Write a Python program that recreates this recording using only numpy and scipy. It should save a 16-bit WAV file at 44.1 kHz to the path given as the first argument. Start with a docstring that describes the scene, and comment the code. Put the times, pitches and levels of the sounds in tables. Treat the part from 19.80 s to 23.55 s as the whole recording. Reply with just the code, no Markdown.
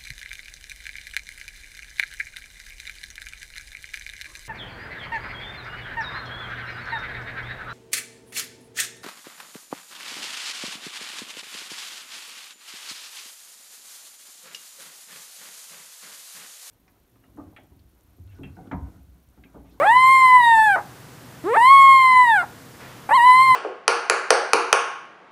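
"""A clean, high puppy howl slides up at once, close by in a quiet, soft room; two more follow.
Each howl stacks partials on one gliding pitch, with pulsed air leaking through.
Short creaks roughen the starts of the howls and the ends of the first two: uneven pulses ring a throat.
Under them lie a wavering mains hum and a coloured noise floor of room hum and microphone hiss.
Shaped noise makes a soft breath before the last howl and a low rustle that swells near the end."""
import sys
import numpy as np
from scipy import signal
from scipy.fft import rfft, irfft
from scipy.io import wavfile
from scipy.ndimage import uniform_filter1d

SR = 44100
rng = np.random.default_rng(int(sys.argv[2]) if len(sys.argv) > 2 else 0)


def wav_record(signal):
    """Record a signal, one row per channel, as 16-bit PCM in the file named by sys.argv[1]."""
    frames = np.transpose(np.atleast_2d(signal))
    bounded = np.clip(frames, -1, 1)
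    # unit amplitude maps onto the largest positive 16-bit level
    quanta = np.round(bounded * 32767).astype(np.int16)
    wavfile.write(sys.argv[1], SR, quanta)


N = 165375

# Noise floor of room and microphone, relative colour: f/Hz, density/dB per Hz
FLOOR_COLOUR = [(25, -25.5), (125, -0.5), (214, -5.5), (258, -2.5), (441, -12), (478, -6), (561, -12),
                (1160, -13), (1730, -15), (2390, -20), (3480, -22), (15200, -28)]
FLOOR_DB = -44.5
HUM_HZ, HUM_DB = 124.3, -56

# Low rustle that swells near the end: t/s, level/dB
RUSTLE_LEVEL = [(3.45, -50), (3.512, -65), (3.75, -37.5)]
# Colour of the rustle: f/Hz, relative level/dB
RUSTLE_COLOUR = [(40, -42), (120, -16), (250, -22), (450, -44), (900, -48)]

# Breath drawn before the last howl: t/s, level/dB
INHALE_LEVEL = [(2.98, -62), (3.004, -43), (3.25, -52), (3.27, -55)]
# Colour of that breath: f/Hz, relative level/dB
INHALE_COLOUR = [(300, -2), (1000, 2), (2000, -2), (3000, -8.5), (6000, -17), (9000, -32)]

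ROOM_DB, ROOM_T60_S, ROOM_TOP_HZ = -26.5, 0.35, 1250

# Moments where the folds lose their beat:
# start t/s, length/s, level/dB, mean pulse rate/Hz, unevenness/0-1, level change over the creak/dB
CREAKS = [(0.006, 0.076, -30, 360, .3, -4), (0.957, 0.062, -25, 430, .3, -16),
          (1.744, 0.034, -27.5, 420, .3, 8), (2.625, 0.03, -30, 430, .3, -14),
          (3.2895, 0.03, -25.5, 265, .1, -2)]
CREAK_RISE_S, CREAK_FADE = 0.0022, 0.36  # the last share of each creak dies away
# Throat resonances rung by each creak pulse: f/Hz, width/Hz, relative level/dB
THROAT_RINGS = [(520, 300, -5), (822, 100, 13), (1220, 400, 1), (1890, 570, -11), (2234, 180, -10)]

# Pitch and partials through each of the three howls:
# t/s, pitch f/Hz, first partial level/dB, second level/dB, third level/dB, fourth level/dB
HOWLS = [
    [(0.0, 529.5, -20, -26.5, -40, -36.5), (0.036, 651, -20.5, -19, -26, -44),
     (0.056, 798, -18.5, -24, -36.5, -53), (0.076, 835, -15.5, -20.5, -32.5, -34),
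     (0.096, 890, -12, -18, -40, -37), (0.14, 987, -14.5, -19, -36.5, -53),
     (0.17, 1011, -8.5, -19.5, -35, -42), (0.192, 1026, -14.5, -19.5, -36, -39.5),
     (0.322, 1061, -10, -17.5, -38, -39.5), (0.388, 1051, -13, -18, -40.5, -38.5),
     (0.496, 1015, -13, -18.5, -37, -43.5), (0.568, 1002, -8, -17, -41.5, -48),
     (0.576, 995, -11, -18, -38.5, -52), (0.642, 945, -17.5, -19.5, -42, -29.5),
     (0.72, 916.5, -12, -18.5, -39, -34), (0.778, 881.7, -14.5, -18, -38.5, -44),
     (0.86, 868.3, -14.5, -18, -37.5, -40), (0.955, 740, -23, -19, -32.5, -46),
     (0.961, 743, -39, -31, -47, -57)],
    [(1.639, 291, -32, -40.5, -52.5, -52), (1.664, 361.6, -24.5, -39, -32, -45),
     (1.688, 426.6, -21.5, -28.5, -30.5, -41.5), (1.73, 494.3, -20.5, -26.5, -43, -35),
     (1.75, 615, -24, -18.5, -24.5, -37), (1.758, 714, -19, -23, -32, -56),
     (1.766, 829, -20, -20.5, -40.5, -41), (1.78, 903, -10, -20, -37, -51),
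     (1.796, 907, -15, -22, -41, -55), (1.826, 969, -11, -20.5, -36, -44),
     (1.89, 1071, -9.5, -19, -31.5, -34.5), (1.924, 1098, -7.5, -19.5, -32, -43),
     (2.07, 1082, -8.5, -19, -33.5, -46.5), (2.136, 1074, -9, -17.5, -34, -39.5),
     (2.274, 1032, -15, -18, -37, -39), (2.438, 994, -11, -18, -41, -43),
     (2.458, 962, -18.5, -19.5, -41.5, -43.5), (2.504, 914, -14.5, -18, -41, -31.5),
     (2.546, 845, -18.5, -17.5, -40, -43), (2.59, 726, -26.5, -17.5, -31, -42.5),
     (2.62, 683, -31, -25, -39, -50), (2.63, 686, -45, -34, -48, -57)],
    [(3.29, 738, -27.5, -45, -42, -52), (3.311, 846, -17.5, -26.5, -43, -59),
     (3.321, 882, -13.5, -21, -41, -63), (3.341, 998, -11.5, -25, -35, -40),
     (3.359, 1075, -11.5, -25.5, -32, -35.5), (3.385, 962, -11, -24, -38, -42),
     (3.399, 932, -16, -19, -32.5, -45), (3.439, 973.5, -11, -21, -37.5, -41),
     (3.469, 1009, -9.5, -20.5, -32, -36.5), (3.511, 1003, -8, -19, -35.5, -37),
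     (3.563, 1028, -13, -19, -40, -39), (3.595, 1038, -11.5, -21, -33.5, -36.5),
     (3.647, 1060, -13, -20, -40, -35), (3.741, 1015, -12.5, -20, -38, -40),
     (3.75, 996, -10.5, -21, -60, -38)],
]
# Treble level through each howl, before throat colour and glide: t/s, level/dB
HOWL_TREBLE = [
    [(0.0, -69), (0.004, -51), (0.312, -37), (0.66, -44.5), (0.872, -41.5), (0.958, -49)],
    [(1.7, -58), (1.826, -39.5), (1.99, -38.5), (2.568, -45.5), (2.63, -55)],
    [(3.295, -52), (3.36, -42), (3.685, -40), (3.75, -44)],
]
# Throat and mouth colour of the air and the partials above the fourth: f/Hz, relative level/dB
TRACT_COLOUR = [(900, -6.5), (1500, 0.5), (2200, -2), (2700, -13.5), (3500, -5), (4150, -5), (4600, -11.5),
                (5200, -16), (6000, -29), (7200, -12), (8300, -6), (9600, -9.5), (10700, -15.5),
                (12300, -15), (13500, -27), (14300, -52.5)]
# Uneven beats, one strong cycle per group: start t/s, length/s, cycles per group, depth/0-1
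WOBBLES = [(.008, .036, 2, .3), (.052, .026, 3, .4), (1.758, .02, 2, .5), (2.606, .018, 2, .25),
           (3.284, .044, 3, .65)]

EDGE_S, FAST_GLIDE_HZ_PER_S = 0.00058, 1800
JITTER, GLIDE_JITTER = 0.0019, 0.006  # share of the pitch: always, and added in fast glides
FLUTTER_DB, WAVER_DB, SHIMMER_DB = 0.7, 0.45, 3  # waver is per partial number
CHEST_DB_PER_PARTIAL, CHEST_TOP_HZ = -5, 3200  # partials above the fourth that follow its level
BREATHY_DB, TREBLE_AIR_DB, GLIDE_AIR_DB = -38, -18, 13
TREBLE_HZ = 6500  # treble air is cut by 40 dB below this
BAND_TOP_HZ = 15330


def gain_of(db):
    """Turn decibels into an amplitude factor."""
    return 10 ** (np.asarray(db) / 20)


def evened(x):
    """Scale a signal to rms 1."""
    return x / np.sqrt(np.mean(x ** 2) + 1e-20)


def read(points, hz):
    """Read a colour curve on a logarithmic frequency scale."""
    f, value = np.transpose(points)
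    return np.interp(np.log(hz + 1), np.log(f + 1), value)


def add(mix, start_s, sound):
    """Lay a sound into the mix, cut off at the end of the scene."""
    part = mix[max(round(start_s * SR), 0):][:len(sound)]
    part += sound[:len(part)]


def coloured(points, size):
    """Noise of rms 1, its spectrum shaped by a colour curve."""
    spectrum = rfft(rng.standard_normal(size))
    hz = np.fft.rfftfreq(size, 1 / SR)
    return evened(irfft(spectrum * gain_of(read(points, hz)), size))


def drift(size, span_s):
    """Random wandering of rms 1: white noise averaged twice over a span."""
    span = max(round(span_s * SR), 2)
    once = uniform_filter1d(rng.standard_normal(size), span)
    return evened(uniform_filter1d(once, span))


def noise_floor():
    """Low room hum and microphone hiss as one steady coloured noise."""
    return gain_of(FLOOR_DB) * coloured(FLOOR_COLOUR, N)


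def hum():
    """Mains hum: one sine whose level wavers a little."""
    level = gain_of(HUM_DB + 1.5 * drift(N, 0.05))
    return level * np.sqrt(2) * np.sin(2 * np.pi * HUM_HZ * np.arange(N) / SR)


def swell(level_rows, colour):
    """Coloured noise under a level curve, with a short fade-in."""
    s, db = np.transpose(level_rows)
    t = np.arange(s[0], s[-1], 1 / SR)
    fade_in = np.minimum((t - s[0]) / 0.022, 1)
    return s[0], gain_of(np.interp(t, s, db)) * fade_in * coloured(colour, len(t))


def rustle():
    """A low rustle: dark noise that swells near the end."""
    return swell(RUSTLE_LEVEL, RUSTLE_COLOUR)


def inhale():
    """A soft breath: turbulent air as noise with a mid-range colour."""
    return swell(INHALE_LEVEL, INHALE_COLOUR)


def room(x):
    """A faint, dull tail from the walls: decaying low-passed noise as the echo pattern."""
    t = np.arange(SR // 2) / SR
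    tail = rng.standard_normal(len(t)) * gain_of(-60 * t / ROOM_T60_S) * (t > 0.008)
    tail = signal.sosfilt(signal.butter(2, ROOM_TOP_HZ, fs=SR, output="sos"), tail)
    return gain_of(ROOM_DB) * signal.fftconvolve(x, tail / np.linalg.norm(tail))[:N]


def throat_ring():
    """The throat's answer to one slap: damped resonances of alternating sign, band-passed."""
    u = np.arange(1500) / SR
    ring = np.zeros(len(u))
    for k, (hz, width, db) in enumerate(THROAT_RINGS):
        swell_and_decay = width ** 2 * u * np.exp(-2 * np.pi * width * u)
        ring += (-1) ** k * gain_of(db) * swell_and_decay * np.sin(2 * np.pi * hz * u)
    band = signal.butter(3, [290, 2600], "bandpass", fs=SR, output="sos")
    return signal.sosfilt(band, ring)


def creak(start, length, level_db, rate, uneven, change_db):
    """Uneven soft slaps of the folds, each ringing the throat."""
    t = np.arange(0, length, 1 / SR)
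    turns = np.cumsum(rate * np.exp(uneven * drift(len(t), 0.003))) / SR
    # one slap each time the count passes a whole turn, each with a random strength
    slaps = np.diff(np.floor(turns + 0.97), prepend=0)
    slaps = slaps * gain_of(3.1 * uneven * rng.standard_normal(len(t)))
    rise = np.minimum(0.68 + t / CREAK_RISE_S, 1)
    fade = np.clip((1 - t / length) / CREAK_FADE, 0, 1)
    slaps = slaps * rise * gain_of(change_db * t / length) * fade
    sound = np.convolve(slaps, throat_ring())
    return start, gain_of(level_db) * sound / np.sqrt(np.mean(sound[:len(t)] ** 2))


def folds_tone(t, hz, partials_db, treble, glide, turn):
    """The folds' partials: the lowest four follow their own level curves, throat and mouth colour the rest."""
    tone = np.zeros(len(t))
    for k, db in enumerate(partials_db, 1):
        flutter = FLUTTER_DB * drift(len(t), 0.027)
        waver = k * WAVER_DB * drift(len(t), 0.0054)
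        tone += gain_of(db + flutter + waver) * np.cos(k * turn + 1.23 * (k - 1))
    for k in range(5, 24):
        shimmer = SHIMMER_DB * drift(len(t), 0.026)
        bright = gain_of(treble + read(TRACT_COLOUR, k * hz) - 3 * glide + shimmer)
        # a low voice carries more of these
        chest = gain_of(partials_db[3] + CHEST_DB_PER_PARTIAL * (k - 3.5))
        chest = chest / (1 + (k * hz / CHEST_TOP_HZ) ** 10)
        tone += (k * hz < BAND_TOP_HZ) * (bright + chest) * np.cos(k * turn - 0.95 * k)
    for start, length, group, depth in WOBBLES:
        span = np.sin(np.pi * np.clip((t - start) / length, 0, 1)) ** 0.5
        tone *= 1 + depth * span * np.cos(turn / group + drift(len(t), 0.0029) / 2)
    return np.sqrt(2) * tone


def leaking_air(first, treble, glide, turn):
    """Air through the folds, pulsed once per cycle; its treble grows where the pitch slides fast."""
    air = gain_of(BREATHY_DB + first) * coloured(TRACT_COLOUR, len(first))
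    top = [(f, db - 40 * (f < TREBLE_HZ)) for f, db in TRACT_COLOUR]
    air += gain_of(TREBLE_AIR_DB + GLIDE_AIR_DB * glide + treble) * coloured(top, len(first))
    return (1 + 0.5 * np.cos(turn)) * air


def howl(rows, treble_rows):
    """One howl: gliding partials and leaking air share one jittered pitch."""
    s, *columns = np.transpose(rows)
    t = np.arange(s[0], s[-1], 1 / SR)
    curves = [uniform_filter1d(np.interp(t, s, c), 300, mode="nearest") for c in columns]
    hz, *partials_db = curves
    treble = np.interp(t, *np.transpose(treble_rows))
    # 0 on a held pitch, towards 1 in a fast slide
    slide = uniform_filter1d(abs(np.gradient(hz)), 900) * SR
    glide = np.tanh(slide / FAST_GLIDE_HZ_PER_S)
    jitter = (JITTER + GLIDE_JITTER * glide ** 2) * drift(len(t), 0.0048)
    turn = 2 * np.pi * np.cumsum(hz * (1 + jitter)) / SR
    voice = folds_tone(t, hz, partials_db, treble, glide, turn)
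    voice = voice + leaking_air(partials_db[0], treble, glide, turn)
    # short fades, skipped where the howl meets the start or end of the scene
    fade_in = (t - s[0] + (s[0] < EDGE_S)) / EDGE_S
    fade_out = (s[-1] - t + (s[-1] > N / SR - EDGE_S)) / EDGE_S
    return s[0], np.clip(np.minimum(fade_in, fade_out), 0, 1) * voice


def scene():
    """Mix the background, then the puppy's voice with its room tail."""
    background = noise_floor() + hum()
    add(background, *rustle())
    add(background, *inhale())
    pup = np.zeros(N)
    for row in CREAKS:
        add(pup, *creak(*row))
    for rows, treble_rows in zip(HOWLS, HOWL_TREBLE):
        add(pup, *howl(rows, treble_rows))
    return (background + pup + room(pup))[None]


def record(dry):
    """A steep linear-phase low-pass closes the top of the band."""
    low_pass = signal.firwin(1023, BAND_TOP_HZ, window=("kaiser", 9), fs=SR)
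    return signal.oaconvolve(dry, low_pass[None], "same")


dry = scene()
out = record(dry)
wav_record(out)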